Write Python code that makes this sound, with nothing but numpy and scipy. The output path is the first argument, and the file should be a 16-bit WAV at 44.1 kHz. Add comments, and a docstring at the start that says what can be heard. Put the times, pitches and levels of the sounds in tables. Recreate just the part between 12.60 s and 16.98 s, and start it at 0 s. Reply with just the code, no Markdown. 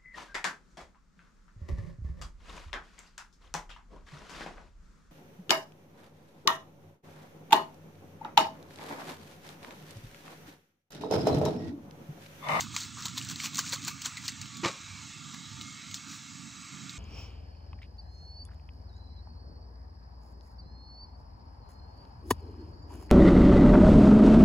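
"""Crow bathing in a shallow puddle

Straight ahead, wet wings slap the water about seven times a second: crackle, mist, drops and ringing bubbles.
Then it preens, with a few small ticks; one dull, hollow thud of bumps and decaying modes sounds midway.
Off to the right lie a faint far engine, drone tones over a deep rumble, and an outdoor hiss of patchy noise."""
import sys
import numpy as np
from scipy import signal
from scipy.fft import rfft, irfft, next_fast_len
from scipy.io import wavfile
from scipy.ndimage import uniform_filter1d, map_coordinates

SR = 44100
rng = np.random.default_rng(int(sys.argv[2]) if len(sys.argv) > 2 else 0)


def store_wav(level_fs):
    """Save 16-bit WAV to argv[1]."""
    pcm = np.round(np.clip(np.atleast_2d(level_fs), -1, 1) * 32767)
    wavfile.write(sys.argv[1], SR, pcm.T.astype(np.int16))


N = 193202

# Wing strokes in the water, hard or gentle. Each row: moment in seconds, relative level in dB, rise in s,
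# fall in s, then relative to the stroke: low slap in dB, air pocket pitch in Hz, its ring in dB, mist in dB.
WING_STROKES = [(.007, -32.5, .0088, 0.018, -19, 930, -15.5, -8),
                (.165, -34, 0.00089, 0.0054, -12, 2300, 0, -16),
                (.378, -50.5, .008, 0.077, 8, 1270, 4, -20), (.457, -33, 0.004, 0.0078, -8, 940, -13, -11),
                (.58, -33.5, 0.0069, 0.01, -13, 3400, -5.5, -6),
                (.699, -33.5, .0027, 0.0053, -6, 1700, -10, -9),
                (.713, -35, .0024, .0071, -3, 1720, -9, -11), (.841, -36, .008, 0.014, -5, 5660, -3, -4),
                (.857, -33.5, .0077, 0.014, -13, 2450, -2.5, -12),
                (.991, -27, 0.0036, 0.0078, 1, 1190, -4.5, -8),
                (1.132, -29.5, 0.0074, 0.012, -0.5, 4450, -2, -7),
                (1.28, -32.5, .0044, .018, 0.5, 2500, -5, -6),
                (1.46, -30.5, .0069, 0.012, -0.5, 7440, -2.5, -18),
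                (1.573, -40, .0008, 0.014, -12, 2100, 3, -20),
                (1.684, -37, .001, 0.013, -9, 4700, -12, -20),
                (1.816, -43.5, .0008, .014, -3, 2550, -1, -20),
                (2.745, -45, .0089, .012, 3.5, 1600, -11, -30),
                (4.15, -61, 0.029, 0.06, 12.5, 2200, -5, -30)]
# Colour of splashing water. Each row: frequency in Hz, relative density in dB per Hz.
WATER_COLOUR = [(300, -53), (700, -16), (1200, -5), (1800, -5), (3000, -4.5), (4400, 1.5), (5100, -5),
                (5800, 0), (7400, 0), (8300, -8.5), (9300, -19), (11200, -28.5), (15500, -12)]
# Colour of a single drop's crack. Each row: frequency in Hz, relative density in dB per Hz.
DROPLET_COLOUR = [(500, -45), (1200, -15.5), (1800, -9.5), (3000, -4), (4400, 3), (5100, -2.5), (5800, -1),
                  (7400, 1), (8300, -7), (9300, -20.5), (11200, -25.5), (15500, -10.5)]


def wings():
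    """Each stroke tears the surface into crackle and fizz over a slap, rings an air pocket, throws mist and beads."""
    # Colours of the low slap and the finest spray. Each row: frequency in Hz, relative density in dB per Hz.
    slap_colour = [(40, -30), (150, -2), (330, -1.5), (520, -15), (660, -20.5), (950, -1.5), (1350, 0),
                   (2200, -7), (4000, -32), (8000, -51)]
    mist_colour = [(7000, -45), (8500, -10), (9500, -4), (11200, -9), (12500, -3), (15500, 1)]
    pocket_q = 4.4  # sharpness of the air pocket under a wing
    mist_lingers = 1.2  # the mist's decay time over the stroke's
    beads_db, beads_rise_s, beads_fall_s = -16, .005, 0.031  # larger beads that click apart
    flutter_db, flutter_rate = 1.5, 330  # feathers break the surface unevenly: depth, changes per second

    crackle = coloured(patter(rate=3100, spread_db=4.5), WATER_COLOUR)
    froth = coloured(fizz(rate=1500, cycles=4.9, spread_db=1.5), WATER_COLOUR)
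    gurgle = unit(blips(rate=260, low_hz=450, spread=4.9, cycles=4.0, spread_db=15))
    slap = coloured(patter(rate=2900, spread_db=5.5) + .3 * gurgle, slap_colour)
    beads = coloured(patter(rate=330, spread_db=2.5), DROPLET_COLOUR)
    knocks = patter(rate=2500, spread_db=8.0)
    mist = coloured(patter(rate=1800, spread_db=4), mist_colour)
    out = np.zeros(N)
    for s, db, rise, fall, slap_db, hz, pocket_db, mist_db in WING_STROKES:
        b, a = signal.iirpeak(hz, pocket_q, SR)
        # two passes make the pocket's skirts steeper
        pocket = unit(signal.lfilter(b, a, signal.lfilter(b, a, knocks)))
        splash = 0.86 * crackle + 0.62 * froth
        body = splash + amp(slap_db - 7.0) * slap + amp(pocket_db) * pocket
        out += amp(db - 3.5) * swell(s, rise, fall) * body
        out += amp(db + mist_db - 4.5) * swell(s, rise, mist_lingers * fall) * mist
        out += amp(db + beads_db) * swell(s, beads_rise_s, beads_fall_s) * beads
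    return out * unit(amp(flutter_db * wobble(flutter_rate)))


def churn():
    """Small bubbles keep popping up in the stirred water, calming after each stroke."""
    # Colour of the churned water. Each row: frequency in Hz, relative density in dB per Hz.
    churn_colour = [(500, -38), (780, -16), (950, -5.5), (1250, 5), (1700, -6.5), (2300, 1), (3300, -5),
                    (5000, -25)]
    level_db, rise_s, fall_s = -19.5, 0.024, 0.081  # relative to the stroke, build-up, time to calm
    pops = blips(rate=170, low_hz=853, spread=4.5, cycles=11.8, spread_db=16.0)
    stirred = stroke_power(level_db, rise_s, fall_s)
    return np.sqrt(stirred) * coloured(pops, churn_colour)


def spray():
    """Fine droplets fly with every stroke and fall in showers: tiny impacts mixed with short rings."""
    # Showers shaken from the plumage. Each row: middle in seconds, level in dB, half length in s.
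    showers = [(0.207, -39, 0.06), (0.397, -48.5, 0.03), (0.65, -49.5, 0.056), (0.813, -40.5, 0.031),
               (1.069, -41, 0.031), (1.156, -46, .01), (1.233, -45.5, 0.025), (1.658, -44.5, 0.034),
               (3.37, -50, .02), (3.537, -47.5, 0.052)]
    level_db, rise_s, fall_s = -12, 0.032, 0.037  # relative to the stroke, build-up, time to settle
    trickle_db = -60  # water running off the feathers all the time
    thrown = stroke_power(level_db, rise_s, fall_s)
    shaken = sum((amp(db) * np.exp(-((clock() - s) / half) ** 2)) ** 2 for s, db, half in showers)
    droplets = patter(rate=5000, spread_db=3.2) + .7 * fizz(rate=2000, cycles=7, spread_db=2.8)
    level = np.sqrt(thrown + shaken + amp(trickle_db) ** 2)
    return level * amp(0.94 * wobble(70)) * coloured(droplets, WATER_COLOUR)


def drops():
    """A drop lands with a crack and a tick of a few cycles, then a thin splatter; droplets fall back after it."""
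    # Drops and feather flicks. Each row: moment in seconds, level in dB, centre of the tick in Hz,
    # splatter in dB and crack in dB relative to the drop.
    drop_rows = [(.0075, -17, 6540, -11.5, -10), (0.1295, -40, 7740, -17, -11),
                 (.1445, -35, 6500, -12, -11), (.1485, -29.5, 6700, -9, -11),
                 (0.1638, -18.5, 4650, -9, -10), (0.1695, -30, 6160, -19, -11),
                 (.2035, -26, 7200, -12, -11), (0.406, -30, 5630, -12, -11),
                 (0.4234, -27.5, 6170, -10, -13), (.431, -29, 4100, -18, -11),
                 (.4545, -23.5, 7700, -9, -13), (.4568, -26, 4440, -16, -13),
                 (0.459, -22.5, 6200, -16, -11), (.4822, -28, 3300, -8, -11), (0.572, -28, 3980, -20, -14),
                 (0.5772, -20, 3840, -29, -8), (0.5823, -27, 4130, -16, -11), (0.6137, -29, 2740, -11, -9),
                 (.625, -27, 7600, -23, -9), (.6478, -28, 7700, -10, -11), (0.6883, -22.5, 5900, -13, -12),
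                 (0.6984, -31, 4300, -16, -13), (0.7114, -28, 6000, -14, -11),
                 (0.7588, -26.5, 4400, -13, -11), (.8013, -27, 2360, -6.5, -5), (.8262, -31, 6000, -12, -8),
                 (.837, -27, 6000, -12, -7), (.8419, -26, 5330, -16, -11), (.8547, -24.5, 4700, -21, -8),
                 (0.8586, -27, 3400, -20, -13), (0.934, -29, 3760, -13, -11), (.945, -32, 5960, -1, -6),
                 (.9557, -20.5, 6460, -8, -12), (.9713, -25, 6700, -9, -2), (.9812, -22, 6000, -6, -11),
                 (0.9903, -14.5, 5800, -10, -11), (1.0932, -24.5, 7350, -16, -16),
                 (1.098, -26, 6900, -14, -15), (1.122, -31, 6040, -2, -8), (1.1283, -18.5, 4100, -26, -19),
                 (1.132, -19, 4300, -16, -9), (1.1346, -21, 7200, -14, -11), (1.159, -27, 3800, -14, -9),
                 (1.2405, -29, 6000, -14, -9), (1.2492, -20.5, 7250, -16, -13),
                 (1.266, -30, 4200, -17, -11), (1.272, -25, 6000, -12, -15), (1.2803, -17, 7300, -15, -11),
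                 (1.283, -29, 4400, -19, -11), (1.4181, -23.5, 7160, -6.5, -10),
                 (1.439, -35, 5500, -14, -8), (1.448, -28, 6400, -8, -13), (1.4581, -18.5, 6700, -10, -15),
                 (1.4714, -37, 6900, -16, -13), (1.5708, -26, 4080, -13, -13),
                 (1.680, -16.5, 4300, -14, -13), (1.682, -20, 5360, -24, -15), (1.72, -33, 3870, -12, -9),
                 (1.814, -28.5, 6800, -7, -14), (1.858, -33, 3000, -17, -15),
                 (1.9455, -32.5, 4970, -23, -17), (1.969, -32.5, 3920, -5, -11),
                 (3.012, -25, 3880, -15, -22), (3.019, -34, 6000, -11, -14), (3.312, -35.5, 2700, -5, -6),
                 (3.342, -24.5, 6150, -11, -8), (3.3431, -22, 4050, -20, -14),
                 (3.3493, -28, 6700, -18, -15), (4.2945, -28, 3900, -15, -14), (4.304, -40, 2700, -7, -14)]
    crack_fall_s = 0.00056  # decay of the bright crack of first contact
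    after_db, after_fall_s = -24, 0.014  # droplets that fall back: level relative to the drop, decay

    out = np.zeros(N)
    splatter = coloured(patter(rate=9000, spread_db=2.0), DROPLET_COLOUR)
    crack = coloured(rng.standard_normal(N), DROPLET_COLOUR)
    droplets = coloured(fizz(rate=1300, cycles=4.9, spread_db=3.5), DROPLET_COLOUR)
    for s, db, hz, splatter_db, crack_db in drop_rows:
        tick = np.sin(2 * np.pi * hz * (clock() - s)) * swell(s + .0004, .00015, .0006)
        contact = 0.83 * tick + amp(crack_db) * crack * swell(s + 0.00036, 0.0001, crack_fall_s)
        scattered = amp(splatter_db) * splatter * swell(s + 0.00107, 0.00012, 0.0034)
        falling_back = amp(after_db) * droplets * swell(s + 0.0051, 0.00045, after_fall_s)
        out += amp(db) * (contact + scattered + falling_back)
    return out


def bubbles(cycles, glide):
    """Trapped air rings briefly, rising in pitch as it nears the surface."""
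    # Ringing air bubbles. Each row: start in seconds, pitch at the start in Hz, level in dB.
    bubble_rows = [(0.068, 1180, -36.5), (0.142, 1190, -34), (0.163, 1164, -28), (.165, 970, -34),
                   (0.177, 1350, -32), (.233, 4300, -30), (.244, 3950, -30), (.371, 1165, -34),
                   (0.575, 1016, -35.5), (.6145, 2950, -29), (.759, 3900, -29), (.800, 2930, -27),
                   (.801, 2180, -22), (.840, 1070, -35), (0.859, 2700, -28), (0.985, 1112, -25.5),
                   (0.986, 1340, -33), (0.991, 1530, -22), (1.064, 2350, -33), (1.13, 2060, -26),
                   (1.131, 530, -39), (1.135, 1580, -31), (1.271, 1210, -34), (1.28, 1470, -30),
                   (1.280, 935, -33), (1.46, 1510, -30), (1.570, 2280, -31), (1.688, 1950, -28),
                   (3.012, 2920, -30), (3.342, 3900, -32), (4.295, 3860, -32)]
    out = np.zeros(N)
    for s, hz, db in bubble_rows:
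        turns = np.clip(clock() - s, 0, .1) * hz
        ring = np.sin(2 * np.pi * turns * (1 + glide * turns / cycles))
        out += amp(db) * ring * np.exp(-turns / cycles) * (1 - np.exp(-turns))
    return out


def thud():
    """A soft, uneven blow lands in quick bumps, a scuff and a low push each; something hollow rings, wet scatter."""
    # Modes of the hollow ring. Each row: pitch in Hz, relative level in dB, time to fall 60 dB in s, start in s.
    hollow_modes = [(157, -10.5, 0.16, 2.047), (211.5, -8.5, .16, 2.047), (289.5, -15, 0.23, 2.052),
                    (340.4, 1, .16, 2.031), (538.5, -4.5, 0.11, 2.049), (673, -15, 0.18, 2.045),
                    (820, -12, 0.15, 2.038), (875, -10, 0.14, 2.038), (994, -11, 0.088, 2.044),
                    (1102, -10, 0.34, 2.04), (1160, -12, 0.083, 2.044), (1195, -2, 0.097, 2.044),
                    (1614, -21, .26, 2.044), (2270, -6, .16, 2.045), (2410, -13.5, 0.26, 2.045),
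                    (3900, -10, 0.25, 2.04), (4480, -13, .14, 2.04)]
    # Bumps of the blow. Each row: moment in seconds, level in dB, rise in s, fall in s,
    # low push in dB relative to the bump.
    bump_rows = [(2.035, -39, .0015, 0.0037, -10), (2.0407, -30, 0.0035, 0.0052, -15),
                 (2.0483, -23.5, .0014, 0.0025, -13.5), (2.058, -28, 0.0027, 0.013, -4.5),
                 (2.073, -43, .002, .008, -6), (2.088, -41.5, .003, 0.0054, -10),
                 (2.097, -45, .002, 0.0092, 4), (2.135, -52, .006, .035, -2)]
    # Colours of scuff, low push and wet scatter. Each row: frequency in Hz, relative density in dB per Hz.
    scuff_colour = [(200, -25), (420, -9), (540, -8), (620, -9), (820, -1), (1100, 4), (1550, -5.5),
                    (2200, 1), (3000, -6), (4400, -6), (7400, -12), (9300, -34), (15500, -48)]
    push_colour = [(40, -22), (80, -6), (140, 1.5), (330, -4), (420, -6), (540, -2), (700, -14),
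                   (1500, -41)]
    scatter_colour = [(300, -14), (700, -7), (1200, 3), (2400, -2), (4000, 0), (7400, 0), (8500, -7),
                      (9500, -27), (15500, -27)]

    ring = np.zeros(N)
    for hz, db, t60, s in hollow_modes:
        t = np.maximum(clock() - s, 0)
        envelope = amp(db - 60 * t / t60) * (1 - np.exp(-t / .005))
        ring += envelope * np.sin(2 * np.pi * (hz * t + rng.random()) + .6 * wobble(110))
    lumps = amp(1.5 * wobble(200))  # unevenness of the scuff
    scuff = lumps * coloured(patter(rate=5000, spread_db=1.5), scuff_colour)
    push = coloured(rng.standard_normal(N), push_colour)
    bumps = sum(amp(db) * swell(s, rise, fall) * (scuff + amp(push_db) * push)
                for s, db, rise, fall, push_db in bump_rows)
    wet = coloured(patter(rate=700, spread_db=3), scatter_colour)
    scatter = amp(-38.5) * swell(2.058, rise=.008, fall=.052) * wet
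    return bumps + scatter + amp(-25) * ring


def bank(x):
    """A short, scattered echo off the ground and leaves: decaying noise as the impulse response."""
    # Colour of the bank's echo. Each row: frequency in Hz, gain in dB on top of the echo's level.
    bank_colour = [(200, 12), (600, 10), (2000, 3), (4500, -23), (8000, 7), (13000, 13)]
    echo_db, fall_s = -33, 0.0033
    t = np.arange(SR // 30) / SR
    tail = rng.standard_normal(len(t)) * np.exp(-t / fall_s)
    echo = signal.fftconvolve(x, tail / np.linalg.norm(tail))[:N]
    return filtered(echo, lambda hz: amp(echo_db + along(bank_colour, hz)))


def background():
    """Far engine and whistles in outdoor hiss, whose mottled middle swells and thins while narrow bands flicker."""
    # Colours of the broad, middle and upper-middle hiss. Each row: frequency in Hz, relative density in dB per Hz.
    hiss_colour = [(300, -14), (550, -22.5), (750, -28), (1250, -13), (2300, -11), (3100, -18),
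                   (3900, -4.5), (4900, 0), (6600, 4.5), (7600, 3.5), (8300, -4), (9300, -25), (11300, -46),
                   (12300, -23.5), (15500, -25)]
    middle_colour = [(500, -30), (720, -11), (1000, -3), (1250, 2), (1550, -0.5), (2300, 4.5), (3200, -2.5),
                     (5000, -9), (8000, -45)]
    upper_colour = [(2000, -27), (2750, -6), (3300, 4.5), (4200, -1.5), (5200, -7.5), (7000, -41.5)]
    # Levels of the middle and upper-middle hiss. Each row: time in seconds, level in dB.
    middle_level = [(0, -58.5), (1.35, -56.5), (1.55, -53.5), (1.9, -58), (2.3, -53.5), (2.7, -57),
                    (3.15, -58), (3.5, -55.5), (3.9, -58.5), (4.1, -52.5), (4.37, -54)]
    upper_level = [(0, -54), (.9, -55), (1.38, -64), (1.9, -54), (2.3, -58), (2.7, -54.5), (3.2, -55.5),
                   (3.5, -60), (3.75, -61), (4.1, -65), (4.37, -56)]
    # Narrow bands in the hiss. Each row: centre in Hz, width in Hz, relative gain in dB.
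    band_rows = [(676, 42, -13), (902, 28, -3.5), (1201, 103, 3), (1367, 90, 1), (1677, 70, -4),
                 (2185, 100, 1.5), (2654, 186, -0.5), (3930, 350, 0.5)]

    middle = amp(curve(middle_level)) * rush(middle_colour, patchy_db=3.2)
    upper = amp(curve(upper_level)) * rush(upper_colour, patchy_db=2.2)
    flat = rush([(100, 0), (9000, 0)], patchy_db=2.5)
    bands = unit(filtered(flat, lambda hz: resonances(band_rows, hz)))
    air = amp(-51) * rush(hiss_colour, patchy_db=2.5) + middle + upper + amp(-55) * bands
    return engine() + whistles() + air


def engine():
    """A far engine drones with wavering tones and coloured noise over an uneven deep rumble."""
    # Tones in the drone. Each row: pitch in Hz, relative level in dB.
    drone_tones = [(79.6, -28), (93, -16.5), (99.6, -29), (119.6, -11), (139.5, -8.5), (159, -12.5),
                   (179, -15), (185, -11), (219, -12.5), (233, -13), (277.5, -11)]
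    # Colours of the drone's noise and the deep rumble. Each row: frequency in Hz, relative density in dB per Hz.
    rumble_colour = [(50, -28), (100, -22), (150, -1.5), (280, -3.5), (320, -10.5), (375, -17.5),
                     (460, -34.5), (600, -40), (1500, -55)]
    deep_colour = [(20, -29), (42, -19), (65, -7), (95, 6), (130, 3), (200, -35), (500, -58)]
    # Level curves of drone and deep rumble, before trims. Each row: time in seconds, relative level in dB.
    drone_level = [(0.0, -45), (0.39, -50), (0.57, -43.5), (1.14, -47), (1.29, -46), (1.53, -51.5),
                   (2.07, -44), (2.1, -53.5), (2.49, -49.0), (3.69, -49.5), (3.81, -47), (4.05, -53.5),
                   (4.17, -45), (4.37, -48)]
    deep_level = [(0.0, -48), (0.57, -51), (0.84, -55.5), (1.56, -52), (1.71, -54), (1.86, -48.5),
                  (2.1, -66), (2.34, -48), (2.7, -66), (2.97, -47.5), (3.18, -69), (3.33, -50), (3.45, -66),
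                  (3.99, -50), (4.11, -65), (4.37, -60)]

    tones = np.zeros(N)
    for hz, db in drone_tones:
        level = amp(db + 2.85 * wobble(4.22)) * np.sqrt(2)
        tones += level * np.sin(2 * np.pi * hz * clock() + 0.68 * wobble(3.07))
    noise = rush(rumble_colour, patchy_db=1.5)
    drone = amp(curve(drone_level) + 1.66 * wobble(25.08)) * (amp(-4.5) * tones + amp(-6.5) * noise)
    deep = coloured(rng.standard_normal(N), deep_colour)
    return drone + amp(curve(deep_level) - 2.0 + 2.8 * wobble(10)) * deep


def whistles():
    """Thin, slightly wavering tones fade in and out far away."""
    # Each row: middle in seconds, half length in s, pitch at the middle in Hz, glide in Hz per s, level in dB.
    whistle_rows = [(2.03, 0.15, 1140, 2, -58), (2.279, 0.14, 2345, -550, -58.5),
                    (2.971, 0.07, 900, 0, -64), (3.159, 0.16, 2124, -180, -55.5)]
    out = np.zeros(N)
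    for s, half, hz, glide, db in whistle_rows:
        t = clock() - s
        phase = 2 * np.pi * (hz + glide * t / 2) * t
        fade = np.exp(-(t / half) ** 4)
        out += amp(db + 3 * wobble(22)) * fade * np.sin(phase + .35 * wobble(18))
    return out


def stroke_power(level_db, rise_s, fall_s):
    """Summed power of one swell around every wing stroke, at a level relative to it."""
    return sum((amp(db + level_db) * swell(s, rise_s, fall_s)) ** 2 for s, db, *_ in WING_STROKES)


def patter(rate, spread_db):
    """Tiny impacts at random moments (rate per second) and of random sizes, at rms 1."""
    hits = rng.random(N) < rate / SR
    sizes = amp(spread_db * np.clip(rng.standard_normal(N), -2, 2))
    return unit(hits * rng.choice([-1, 1], N) * sizes)


def fizz(rate, cycles, spread_db):
    """Tiny droplets (rate per second), each ringing for a few cycles at its own pitch, at rms 1."""
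    when, pitch, size = rng.random((int(rate * N / SR), 3)).T[:, :, None]
    age = np.arange(SR // 200)
    turns = (1000 + 11000 * pitch) * age / SR
    strength = amp(spread_db * np.minimum(-np.log(1 - size), 3)) * np.sqrt(pitch)
    grains = strength * np.sin(2 * np.pi * turns) * np.exp(-turns / cycles)
    return unit(scattered_grains(when, age, grains))


def blips(rate, low_hz, spread, cycles, spread_db):
    """A cloud of small bubbles, each a short blip rising in pitch; spread is highest over lowest pitch."""
    when, pitch, size = rng.random((int(rate * N / SR), 3)).T[:, :, None]
    age = np.arange(SR // 25)
    turns = low_hz * spread ** pitch * age / SR
    envelope = np.exp(-turns / cycles) * (1 - np.exp(-turns))
    rings = amp(spread_db * size) * np.sin(2 * np.pi * turns * (1 + 0.017 * turns / cycles)) * envelope
    return scattered_grains(when, age, rings)


def scattered_grains(when, age, grains):
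    """Add up all grains, each at its own moment (0 to 1 of the whole length)."""
    return np.bincount(((when * N).astype(int) + age).ravel(), grains.ravel(), N)[:N]


def rush(spectrum, patchy_db):
    """Noise of rms 1 with drifting patches of gain in time and frequency."""
    z = signal.stft(rng.standard_normal(N), nperseg=1024)[2]
    field = uniform_filter1d(rng.standard_normal(z.shape), size=4, axis=0)
    field = uniform_filter1d(field, size=10, axis=1)
    patchy = signal.istft(z * amp(patchy_db * unit(field)), nperseg=1024)[1][:N]
    return coloured(patchy, spectrum)


def resonances(modes, f):
    """Gain of (Hz, width, dB) resonances with steep skirts."""
    return sum(amp(db) / (1 + (2 * (f - c) / w) ** 2) for c, w, db in modes)


def swell(s, rise, fall):
    """An envelope that grows up to time s and dies away after it."""
    t = clock() - s
    return np.exp(-np.abs(t) / np.where(t < 0, rise, fall))


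def wobble(rate):
    """A smooth random curve, rate knots a second."""
    return map_coordinates(rng.standard_normal(int(N * rate / SR) + 4), [clock() * rate])


def curve(rows):
    """One value per sample from (s, value) rows."""
    s, values = np.transpose(rows)
    return np.interp(clock(), s, values)


def clock():
    """The time of every sample in seconds."""
    return np.arange(N) / SR


def coloured(x, spectrum):
    """x filtered by the given spectrum, at rms 1."""
    return unit(filtered(x, lambda hz: amp(along(spectrum, hz))))


def filtered(x, response):
    """x times a response of frequency, padded by half a second."""
    m = next_fast_len(N + SR // 2)
    return irfft(rfft(x, m) * response(np.fft.rfftfreq(m, 1 / SR)), m)[..., :N]


def along(points, hz):
    """Interpolate (Hz, value) points on a log axis."""
    f, v = np.transpose(points)
    return np.interp(np.log(hz + 1), np.log(f + 1), v)


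def unit(x):
    """Scale to rms 1."""
    return x / np.sqrt(np.mean(x ** 2) + 1e-20)


def amp(db):
    """Decibels to gain."""
    return 10 ** (np.asarray(db) / 20)


def scene():
    """The bird is straight ahead, widened by the bank; far sounds lean right and are partly diffuse."""
    # Lean of the far sounds. Each row: frequency in Hz, left minus right in dB.
    far_pan = [(30, 3), (60, -2), (110, -8), (200, -15), (380, -7), (700, -2.5), (1290, -13.5), (2380, -3),
               (4400, -2.5), (8000, -0.5)]
    # Diffuse share of the far sounds. Each row: frequency in Hz, gain in dB.
    far_width = [(30, -20), (300, -23), (1300, -20), (3000, -14), (5000, -27.5), (7500, -49), (13000, -2)]

    def lean(hz):
        """Left and right gains with a mean of 1."""
        half_db = along(far_pan, hz) / 2
        gains = amp(np.array([half_db, -half_db]))
        return gains / gains.mean(axis=0)

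    near = wings() + spray() + churn() + drops() + bubbles(cycles=4.2, glide=0.0074) + thud()
    far = filtered(background(), lean)
    # a second, independent background is the diffuse part, opposite in the two channels
    diffuse = filtered(background(), lambda hz: amp(along(far_width, hz)))
    side = diffuse + bank(near)
    return near + far + np.array([side, -side])


def record(dry):
    """Nothing is kept from 15650 Hz up."""
    return filtered(dry, lambda hz: hz < 15650)


dry = scene()
out = record(dry)
store_wav(out)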